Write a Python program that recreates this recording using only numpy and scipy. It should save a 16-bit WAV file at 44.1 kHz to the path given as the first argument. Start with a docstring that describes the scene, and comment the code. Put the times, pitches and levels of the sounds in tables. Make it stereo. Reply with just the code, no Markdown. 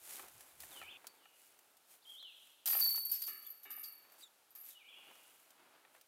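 """A putted disc crashes into the chains of a steel basket, slides down and drops into the wire cage.
The stereo microphone stands close by, in a wooded park. Links clink against each other, and the hoop
that gathers the chains rings on with a beat. Players walk over the grass nearby, a songbird whistles
off to the left among echoing trees, and a faint breeze in far leaves lies under it all."""
import sys
import numpy as np
from scipy import signal
from scipy.fft import rfft, irfft
from scipy.io import wavfile
from scipy.ndimage import uniform_filter1d

SR = 44100
rng = np.random.default_rng(int(sys.argv[2]) if len(sys.argv) > 2 else 0)


def generate_wav(signal):
    """Clip the signal to [-1, 1] and save it as 16-bit WAV at the path in sys.argv[1]."""
    frames = np.transpose(np.atleast_2d(signal))
    scaled = np.clip(frames, -1, 1) * 32767
    pcm = np.round(scaled).astype(np.int16)
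    wavfile.write(sys.argv[1], SR, pcm)


N = 267687
T = np.arange(N) / SR
DRAUGHT_STOP_S = .972  # the steady draught and the first bird's echo stop short here

# Levels in the tables are relative; each source sets its own gain.
# spectrum of far leaves: frequency_hz, level_db
LEAF_SPECTRUM = [(18, -71), (30, -31), (98, -12.5), (153, -15.5), (280, -6), (889, -0.5), (988, -5),
                 (1320, -2), (1910, -7.5), (2750, -5.5), (6380, -10), (12600, -8), (16000, -15)]
# gusts on the microphone: peak_s, length_s, level_db
GUSTS = [(.24, 0.052, -82), (0.386, 0.059, -81), (0.65, 0.11, -77), (0.86, 0.078, -72.5)]
# the bird's dipping phrase: offset_s, pitch_hz, effort_db
DIP_PHRASE = [(0, 3900, -13), (.03, 3250, -13.5), (.06, 2950, -1.5), (.087, 2850, -7.5), (.11, 2400, -5.5),
              (.135, 2200, -9.5), (.17, 2650, -4.5), (.198, 3600, -1), (.215, 2800, -6), (.235, 2450, -7.5),
              (.275, 2950, 0.5), (.32, 3050, -19)]
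# its arching phrase: offset_s, pitch_hz, effort_db
ARCH_PHRASE = [(0, 3300, -14.5), (0.016, 4890, -26), (.035, 3118, -12), (0.076, 3267, -4), (.10, 3330, 0),
               (.135, 3048, -2), (.167, 3700, -2), (.183, 4150, -6), (.225, 3120, -2.5), (0.301, 2540, -12)]
# calls from the trees: start_s, phrase, length_s, level_db, direct_db (straight through the leaves)
BIRD_CALLS = [(.715, DIP_PHRASE, .25, -53.5, -2), (1.156, DIP_PHRASE, 0.11, -64.5, -11),
              (2.02, ARCH_PHRASE, 0.31, -54.5, -2), (4.70, DIP_PHRASE, 0.29, -56, -7.5)]
# close, dry squeaks: peak_s, length_s, pitch_hz, glide_hz_per_s, level_db
SQUEAKS = [(3.465, 0.033, 3400, -3, -64.5), (4.219, 0.014, 4730, -12000, -65),
           (4.238, 0.017, 3870, -6000, -54.5), (4.264, 0.042, 3620, -1000, -69.5)]
# strides and shuffles in the grass: peak_s, length_s, swish_db, scuff_db
STRIDES = [(0.139, 0.18, -53, -61), (0.223, 0.14, -65, -58.5), (0.418, 0.3, -65, -66.5),
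           (0.629, 0.054, -56, -66), (0.745, .2, -59.5, -63.5), (0.834, 0.29, -77, -63.5),
           (1.045, 0.51, -75, -67.5), (1.44, 0.17, -68, -89), (1.604, 0.48, -77, -75),
           (1.929, 0.085, -64, -71), (2.13, 0.12, -66, -76), (2.462, 0.24, -71, -86),
           (4.125, 0.27, -93, -70.5), (4.21, 0.063, -63, -68), (4.695, 0.084, -58.5, -75.5),
           (5.09, 0.32, -77.5, -67), (5.28, 0.47, -69.5, -72), (5.62, 0.24, -96, -69),
           (5.767, 0.31, -85, -68), (5.962, 0.074, -73, -67)]
# spectrum of flicking grass blades: frequency_hz, level_db
SWISH_SPECTRUM = [(1180, -26), (2000, -8.5), (5350, -9), (5630, -8), (7510, -4.5), (10400, -2), (14900, -4),
                  (16000, -15)]
# spectrum of rubbing soles and clothes: frequency_hz, level_db
SCUFF_SPECTRUM = [(71, -33), (120, -17), (167, -12.5), (352, -1), (431, -3.5), (805, 0.5), (1050, -1.5),
                  (1150, -2), (1650, -1.5), (1840, -7.5), (1990, -3), (5000, -11), (6500, -49),
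                  (11000, -120)]
# twigs, footfalls and handled discs: start_s, knock_db, snap_db
TICKS = [(.195, -46.5, -60), (0.283, -60, -53.5), (0.407, -57.5, -51.5), (.603, -75, -46), (.634, -51, -57),
         (.815, -46.5, -66), (.827, -50.5, -69), (1.044, -51, -66), (1.069, -79, -43.5), (1.256, -57, -82),
         (1.59, -70, -59.5), (1.769, -79, -59.5), (2.226, -62.5, -61.5), (4.05, -61.5, -83),
         (4.099, -62, -67), (5.154, -60, -63), (5.505, -75, -57), (6.012, -67, -57.5)]
# modes of the wire cage: pitch_hz, level_db, t60_s
CAGE_MODES = [(281, -9, 1), (396.2, -4, 0.53), (846, 8, 0.088), (1170, -2.5, 0.83), (1220, 0, 0.97),
              (1286, -3, 1), (1326, -1, .9), (1635, 0, 0.55), (1776, -2, 0.78), (1725, 2.5, 0.77),
              (2120, 0, 0.45), (2277, 1.5, 0.94), (2726, -5, 1), (2850, 1, 0.5), (2930, -0.5, 0.94),
              (3700, -1.5, 0.34), (4940, -15, 0.36)]
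# crowd of weak modes in its loose wires: frequency_hz, level_db
WIRE_SPECTRUM = [(250, 4), (420, 10), (550, -14), (800, -9), (980, -23), (1220, 15), (1480, 8), (1730, 20),
                 (2100, 13.5), (2850, 18), (3230, -18), (3600, 4), (6000, -49)]
# blows on the cage: start_s, level_db
CAGE_HITS = [(2.768, -52), (3.277, -47.5), (3.652, -48), (3.70, -52.5), (3.774, -55), (4.551, -60.5),
             (5.72, -64)]
# modes of the plastic disc: pitch_hz, width_hz, level_db
DISC_MODES = [(416, 54, -15), (808, 137, 2.5), (1124, 310, 0.5), (1310, 21, 1.5), (1767, 150, 2),
              (2294, 190, -2.5)]
# the disc knocks on chains and pole: start_s, level_db
DISC_KNOCKS = [(2.66, -46.5), (2.682, -44.5), (2.704, -46), (2.731, -40.5), (2.742, -45.5), (2.749, -39),
               (2.768, -41.5), (2.787, -46), (2.807, -44), (2.833, -53), (2.861, -48.5), (2.946, -50.5),
               (2.978, -48), (3.776, -52), (5.85, -54.5), (5.949, -58)]
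# modes of the steel hoop, with two close pairs: pitch_hz, level_db, t60_s
HOOP_MODES = [(4497, 0, 1.0), (4530, 0, .7), (4725, -21, .4), (12478, -7, .9), (12516, -7, .8)]
# blows on the hoop: start_s, ring_db, buzz_db, buzz_hz
HOOP_HITS = [(1.07, -73, -62.5, 4560), (2.72, -47.5, -46, 4670), (2.812, -26.5, -36.5, 4600),
             (3.124, -87, -47, 5200), (3.219, -49.5, -47, 4720), (3.838, -54.5, -50, 4680)]
# modes of a chain link: pitch_hz, spread_hz (among links), level_db, t60_s
LINK_MODES = [(4762, 70, -16, 0.086), (9594, 170, -6.5, 0.063), (11874, 113.5, 5, 0.097),
              (12700, 170, -4.5, 0.21), (13380, 63, -3, 0.062), (13400, 230, -18, .035),
              (15280, 180, -7.5, 0.065)]
# spectrum of steel contact: frequency_hz, level_db
CLATTER_SPECTRUM = [(600, -15), (1500, -5), (3000, 0), (5500, 3.5), (7500, 2.5), (11000, 4), (16000, 4.5)]
# whole strands slap together: start_s, ring_db, clatter_db
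STRAND_SLAPS = [(2.6575, -27.5, -32.5), (2.7085, -26, -38.5), (2.798, -25, -40), (2.841, -39, -42),
                (2.8913, -39, -43.5), (2.9576, -28, -45), (2.9841, -29.5, -59), (3.05, -27, -56),
                (3.096, -33, -52), (3.1154, -22, -53), (3.127, -33, -44.5), (3.2192, -28.5, -46.5),
                (3.266, -31, -48), (3.2837, -32, -53), (3.3927, -51, -74), (3.466, -37.5, -72),
                (3.5019, -38, -80), (3.632, -42.5, -60), (3.7046, -36, -55), (3.7957, -39.5, -73),
                (3.834, -42, -50.5), (4.119, -53.5, -64), (4.506, -52.5, -85), (4.5506, -41.5, -55)]
# pushes that set the chains swinging: start_s, length_s, ring_db, clatter_db, settle_db_per_s
CHAIN_PUSHES = [(2.659, .19, -30.5, -38.5, 74), (3.12, .16, -47.5, -49.5, 44), (3.70, .17, -48, -79, 115.5),
                (4.551, .135, -52, -71.5, 300)]


def undb(db):
    """Decibels to gain."""
    return 10 ** (np.asarray(db) / 20)


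def unit(x):
    """Scale to rms 1."""
    return x / np.sqrt(np.mean(x ** 2))


def crest(x):
    """Scale to peak 1."""
    return x / np.abs(x).max()


def fade(t60, size):
    """Exponential decay over size samples."""
    return np.exp(-np.log(1000) * T[:size] / t60)


def swell(peak_s, length_s, rise_share=0.54):
    """A movement that builds to a rounded peak and dies away."""
    away = (T - peak_s) / (length_s * np.where(T < peak_s, rise_share, 1 - rise_share))
    return np.exp(2 * (1 - np.hypot(1, away)))


def drift(rate_hz):
    """A random wander with a spread near 1."""
    knots = rng.standard_normal(4096)
    return np.interp(T * rate_hz, np.arange(len(knots)), knots)


def crackle(grain_db, size):
    """Two noises whose strength jumps together about every millisecond."""
    grains = np.repeat(undb(grain_db * rng.standard_normal(size // 40 + 1)), 40)[:size]
    return unit(rng.standard_normal((2, size)) * grains)


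def colour(x, spectrum):
    """Filter by a spectrum, falling away under its lowest point."""
    hz, db = np.transpose(spectrum)
    f = np.maximum(np.fft.rfftfreq(x.shape[-1], 1 / SR), 1)
    gain = undb(np.interp(np.log(f), np.log(hz), db)) * np.minimum(f / hz[0], 1) ** 2
    return irfft(rfft(x) * gain, x.shape[-1])


def add(track, start_s, sound):
    """Mix a sound into a track."""
    part = track[..., int(start_s * SR):][..., :sound.shape[-1]]
    part += sound[..., :part.shape[-1]]


def place(pair, pan_db, width):
    """Mid and side to the left and right capsules; positive pan is to the left."""
    mid, side = pair
    return np.array([(mid + width * side) * undb(pan_db / 2), (mid - width * side) * undb(-pan_db / 2)])


def from_left(pair, lag_samples=4):
    """Sound from the left reaches the right capsule late."""
    return np.array([pair[0], np.roll(pair[1], lag_samples)])


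def woods(x, t60, build_s):
    """Trunks all round scatter a sound into a tail that builds up and dies away."""
    tail = rng.standard_normal((2, SR)) * fade(t60, SR) * (1 - np.exp(-T[:SR] / build_s))
    tail /= np.sqrt(np.sum(tail ** 2, axis=1, keepdims=True))
    return signal.fftconvolve(x[None], tail, axes=1)[:, :N]


def breeze(leaves_db=-71, draught_db=-89.5):
    """Far leaves murmur; a little wind bumps the microphone, its steady draught stopping early."""
    leaves = unit(colour(rng.standard_normal((2, N)), LEAF_SPECTRUM)) * undb(0.47 * drift(2.62))
    # long waves reach both capsules alike, so the side signal has little bass
    leaves[1] = colour(leaves[1], [(30, -16), (150, -7), (1000, -2.5), (4000, 0)])
    leaves = place(leaves, pan_db=1, width=0.98) * undb(leaves_db)
    gusts = sum(swell(s, length) * undb(db) for s, length, db in GUSTS)
    wind = gusts + undb(draught_db) * (T < DRAUGHT_STOP_S)
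    rumble = colour(rng.standard_normal((2, N)), [(35, -15), (65, 0), (110, -1.5), (220, -12), (900, -62)])
    bumps = unit(rumble) * wind * undb(3.3 * drift(24.9))
    return from_left(leaves + place(bumps, pan_db=0, width=0.35))


def whistle(hz, waver=0.0198, flutter_db=3, overtone=0):
    """A gliding, nearly pure tone with a slight tremble."""
    pitch = uniform_filter1d(hz, size=300) * (1 + waver * drift(300))
    phase = 2 * np.pi * np.cumsum(pitch) / SR
    return np.sqrt(2) * (np.sin(phase) + overtone * np.sin(2 * phase)) * undb(flutter_db * drift(90))


def songbird(echo_db=-0.5):
    """A bird whistles off to the left, trailed by the echo of the wood."""
    out = np.zeros((2, N))
    for s, phrase, length, db, direct_db in BIRD_CALLS:
        offset_s, hz, effort_db = np.transpose(phrase)
        age = T - s
        effort = undb(np.interp(age, offset_s, effort_db)) * (age > 0) * (age < length)
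        song = whistle(np.interp(age, offset_s, hz)) * effort
        direct = place([song, np.imag(signal.hilbert(song))], pan_db=11.5, width=0.45)
        echo = place(woods(song, t60=1.27, build_s=0.0021), pan_db=1, width=0.69)
        same_part = (T < DRAUGHT_STOP_S) == (s < DRAUGHT_STOP_S)  # a call begun before that moment stops there, echo and all
        out += (direct * undb(direct_db) + echo * undb(echo_db)) * undb(db) * same_part
    return out


def squeaks():
    """Brief raspy chips, too close to the microphone to echo."""
    chips = np.zeros(N)
    for s, length, hz, glide, db in SQUEAKS:
        pitch = hz + glide * np.clip(T - s, -length, length)
        chips += whistle(pitch, waver=.045, overtone=0.4) * swell(s, length) * undb(db)
    return place([chips, 0], pan_db=2, width=0)


def steps(swish_db=2, scuff_db=-0.5, uneven_db=1.5):
    """Left of centre, grass flicks against shoes while soles and clothes rub; all pause for the putt."""
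    swish, scuff = np.zeros((2, N))
    for s, length, blades_db, sole_db in STRIDES:
        stride = swell(s, length)
        swish = np.hypot(swish, stride * undb(blades_db))
        scuff = np.hypot(scuff, stride * undb(sole_db))
    blades = unit(colour(crackle(grain_db=3, size=N), SWISH_SPECTRUM)) * swish * undb(swish_db)
    turf = unit(colour(crackle(grain_db=2.5, size=N), SCUFF_SPECTRUM)) * scuff * undb(scuff_db)
    turf *= undb(uneven_db * drift(45))
    return place(blades, pan_db=3.5, width=1) + from_left(place(turf, pan_db=4, width=0.47))


def knock(contact_t60, size=3000):
    """A short rough push rings the damped modes of plastic."""
    push = rng.standard_normal((2, size)) * fade(contact_t60, size)
    body = sum(undb(db) * signal.lfilter(*signal.iirpeak(hz, hz / width, fs=SR), push)
               for hz, width, db in DISC_MODES)
    body = signal.sosfilt(signal.butter(3, [340, 3800], "band", fs=SR, output="sos"), body)
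    return body / np.abs(body).max(axis=1, keepdims=True)


def ticks(knock_db=5, snap_db=2, snap_t60=0.039, size=3000):
    """Twigs, footfalls and handled discs knock and snap round the players, near the microphone."""
    out = np.zeros((2, N))
    for s, dull_db, bright_db in TICKS:
        add(out, s, knock(contact_t60=0.023) * undb(dull_db + knock_db))
        snap = unit(colour(rng.standard_normal((2, size)), CLATTER_SPECTRUM)) * fade(snap_t60, size)
        add(out, s, snap * undb(bright_db + snap_db))
    return place(out, pan_db=2, width=0.63)


def cage(thud_db=-5, scatter_db=2, rattle_db=-16, rattle_t60=1.0, push_s=0.0037):
    """Straight ahead the disc lands in the cage: a thud, the welded frame hums and its wires rattle."""
    out = np.zeros((2, N))
    hz, db, t60 = np.transpose(CAGE_MODES)[:, :, None]
    modes = np.sin(2 * np.pi * hz * T[:SR]) * fade(t60, SR) * undb(db)
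    push = 1 - np.exp(-T[:SR] / push_s)  # the hum and rattle swell in over a few milliseconds
    for s, blow_db in CAGE_HITS:
        signs = rng.choice([-1, 1], (2, len(modes)))
        shares = signs * undb(scatter_db * rng.standard_normal(signs.shape))
        hum = crest(shares @ modes)
        wires = unit(colour(crackle(grain_db=3.5, size=SR), WIRE_SPECTRUM))
        rattle = wires * fade(rattle_t60, SR) * undb(rattle_db)
        thud = knock(contact_t60=0.095, size=SR) * undb(thud_db)
        add(out, s, ((hum + rattle) * push + thud) * undb(blow_db))
    return place(out, pan_db=0, width=0.049)


def disc(knock_db=3):
    """The plastic disc knocks between chains and pole, drops, and is later lifted out."""
    out = np.zeros((2, N))
    for s, db in DISC_KNOCKS:
        add(out, s, knock(contact_t60=.028) * undb(db + knock_db))
    return place(out, pan_db=-1.5, width=0.036)


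def hoop(buzz_t60=0.19, buzz_width_hz=260, build_s=0.016, size=9000):
    """Close modes start against each other, so the hoop swells and beats; the striking link buzzes."""
    out = np.zeros(N)
    age = T[:2 * SR]
    modes = sum((-1) ** k * undb(db) * np.sin(2 * np.pi * hz * age) * fade(t60, len(age))
                for k, (hz, db, t60) in enumerate(HOOP_MODES))
    ring = crest(modes * (1 - np.exp(-age / build_s)))
    for s, ring_db, buzz_db, buzz_hz in HOOP_HITS:
        add(out, s, ring * undb(ring_db))
        edges_hz = [buzz_hz - buzz_width_hz / 2, buzz_hz + buzz_width_hz / 2]
        band = signal.butter(2, edges_hz, "band", fs=SR, output="sos")
        buzz = unit(signal.sosfilt(band, rng.standard_normal(size))) * fade(buzz_t60, size)
        add(out, s, buzz * undb(buzz_db))
    # the tone reaches the two capsules a little out of step
    return place([out, np.imag(signal.hilbert(out))], pan_db=3, width=0.41)


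def clink(scatter_db=4, tick_db=-15, tick_t60=0.0037, pan_spread=0.44, size=5000):
    """One link is struck: a tick, then its own pitches and mix of modes, from its own place."""
    hz, spread, db, t60 = np.transpose(LINK_MODES)[:, :, None]
    detune, strength, turn = rng.standard_normal((3, len(LINK_MODES), 1))
    modes = np.sin(2 * np.pi * (hz + spread * detune) * T[:size] + np.pi * turn)
    ring = crest(np.sum(undb(db + scatter_db * strength) * modes * fade(t60, size), axis=0))
    tick = np.diff(rng.standard_normal(size + 1)) / 2 * fade(tick_t60, size)
    mid = ring + tick * undb(tick_db)
    return np.array([mid, mid * pan_spread * rng.standard_normal()])


def slaps(ring_db=-1, clatter_t60=0.19, bunch_s=.004, rebound_s=.03, rebound_db=-10, size=9000):
    """A strand lands: a few links within milliseconds, softer rebounds, and a burst of contact noise."""
    out = np.zeros((2, N))
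    for s, link_db, contact_db in STRAND_SLAPS:
        bunch = np.zeros((2, size))
        for lag in (0, *rng.random(2) * bunch_s):
            add(bunch, lag, clink())
        for lag in rng.random(3) * rebound_s:
            add(bunch, lag, clink() * undb(rebound_db))
        add(out, s, crest(bunch) * undb(link_db + ring_db))
        burst = unit(colour(crackle(grain_db=5, size=size), CLATTER_SPECTRUM)) * fade(clatter_t60, size)
        burst[1] *= .3  # less side signal keeps it near the centre
        add(out, s, burst * undb(contact_db))
    return place(out, pan_db=1.5, width=0.67)


def chain_swing(rise_s=.012, clatter_fall_db_per_s=65):
    """Links ring while a push lasts and then settle; the hard clatter falls from its first moment."""
    swing, clatter = np.zeros((2, N))
    for s, length, ring_db, clatter_db, settle in CHAIN_PUSHES:
        age = np.maximum(T - s, 0)
        rise = 1 - np.exp(-age / rise_s)
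        swing += rise * undb(ring_db - settle * np.maximum(age - length, 0))
        clatter += rise * undb(clatter_db - clatter_fall_db_per_s * age)
    return swing, clatter


def chains(ring_db=-3, clatter_db=-1.5, force_spread_db=5, crowding=0.48, count=380):
    """Close to the microphone, links collide: harder and more often the wider the strands swing."""
    swing, clatter = chain_swing()
    collisions = np.cumsum(swing ** crowding)
    times = np.interp((np.arange(count) + rng.random(count)) / count, collisions / collisions[-1], T)
    links = np.zeros((2, N))
    for s, force in zip(times, rng.standard_normal(count)):
        add(links, s, clink() * undb(force_spread_db * force))
    # the links share out the energy of the swing
    running_rms = np.sqrt(np.abs(uniform_filter1d(links[0] ** 2, size=1800)) + 1e-4)
    links *= swing / running_rms * undb(ring_db)
    contacts = unit(colour(crackle(grain_db=5, size=N), CLATTER_SPECTRUM)) * clatter * undb(clatter_db)
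    return place(links, pan_db=1, width=0.63) + place(contacts, pan_db=-2, width=.25)


def scene(echo_db=-22, low_cut_hz=300):
    """The basket and the players close by, the wood behind them."""
    crash = chains() + slaps() + hoop() + disc()
    # small links and thin plastic radiate no bass
    crash = signal.sosfilt(signal.butter(4, low_cut_hz, "high", fs=SR, output="sos"), crash)
    near = crash + cage() + ticks()
    echo = undb(echo_db) * woods(near.mean(axis=0), t60=0.45, build_s=0.0079)
    return near + echo + steps() + songbird() + squeaks() + breeze()


def record(dry):
    """The recorder cuts the top steeply at 15.8 kHz."""
    return signal.sosfilt(signal.ellip(10, .2, 70, 15800, fs=SR, output="sos"), dry)


dry = scene()
out = record(dry)
generate_wav(out)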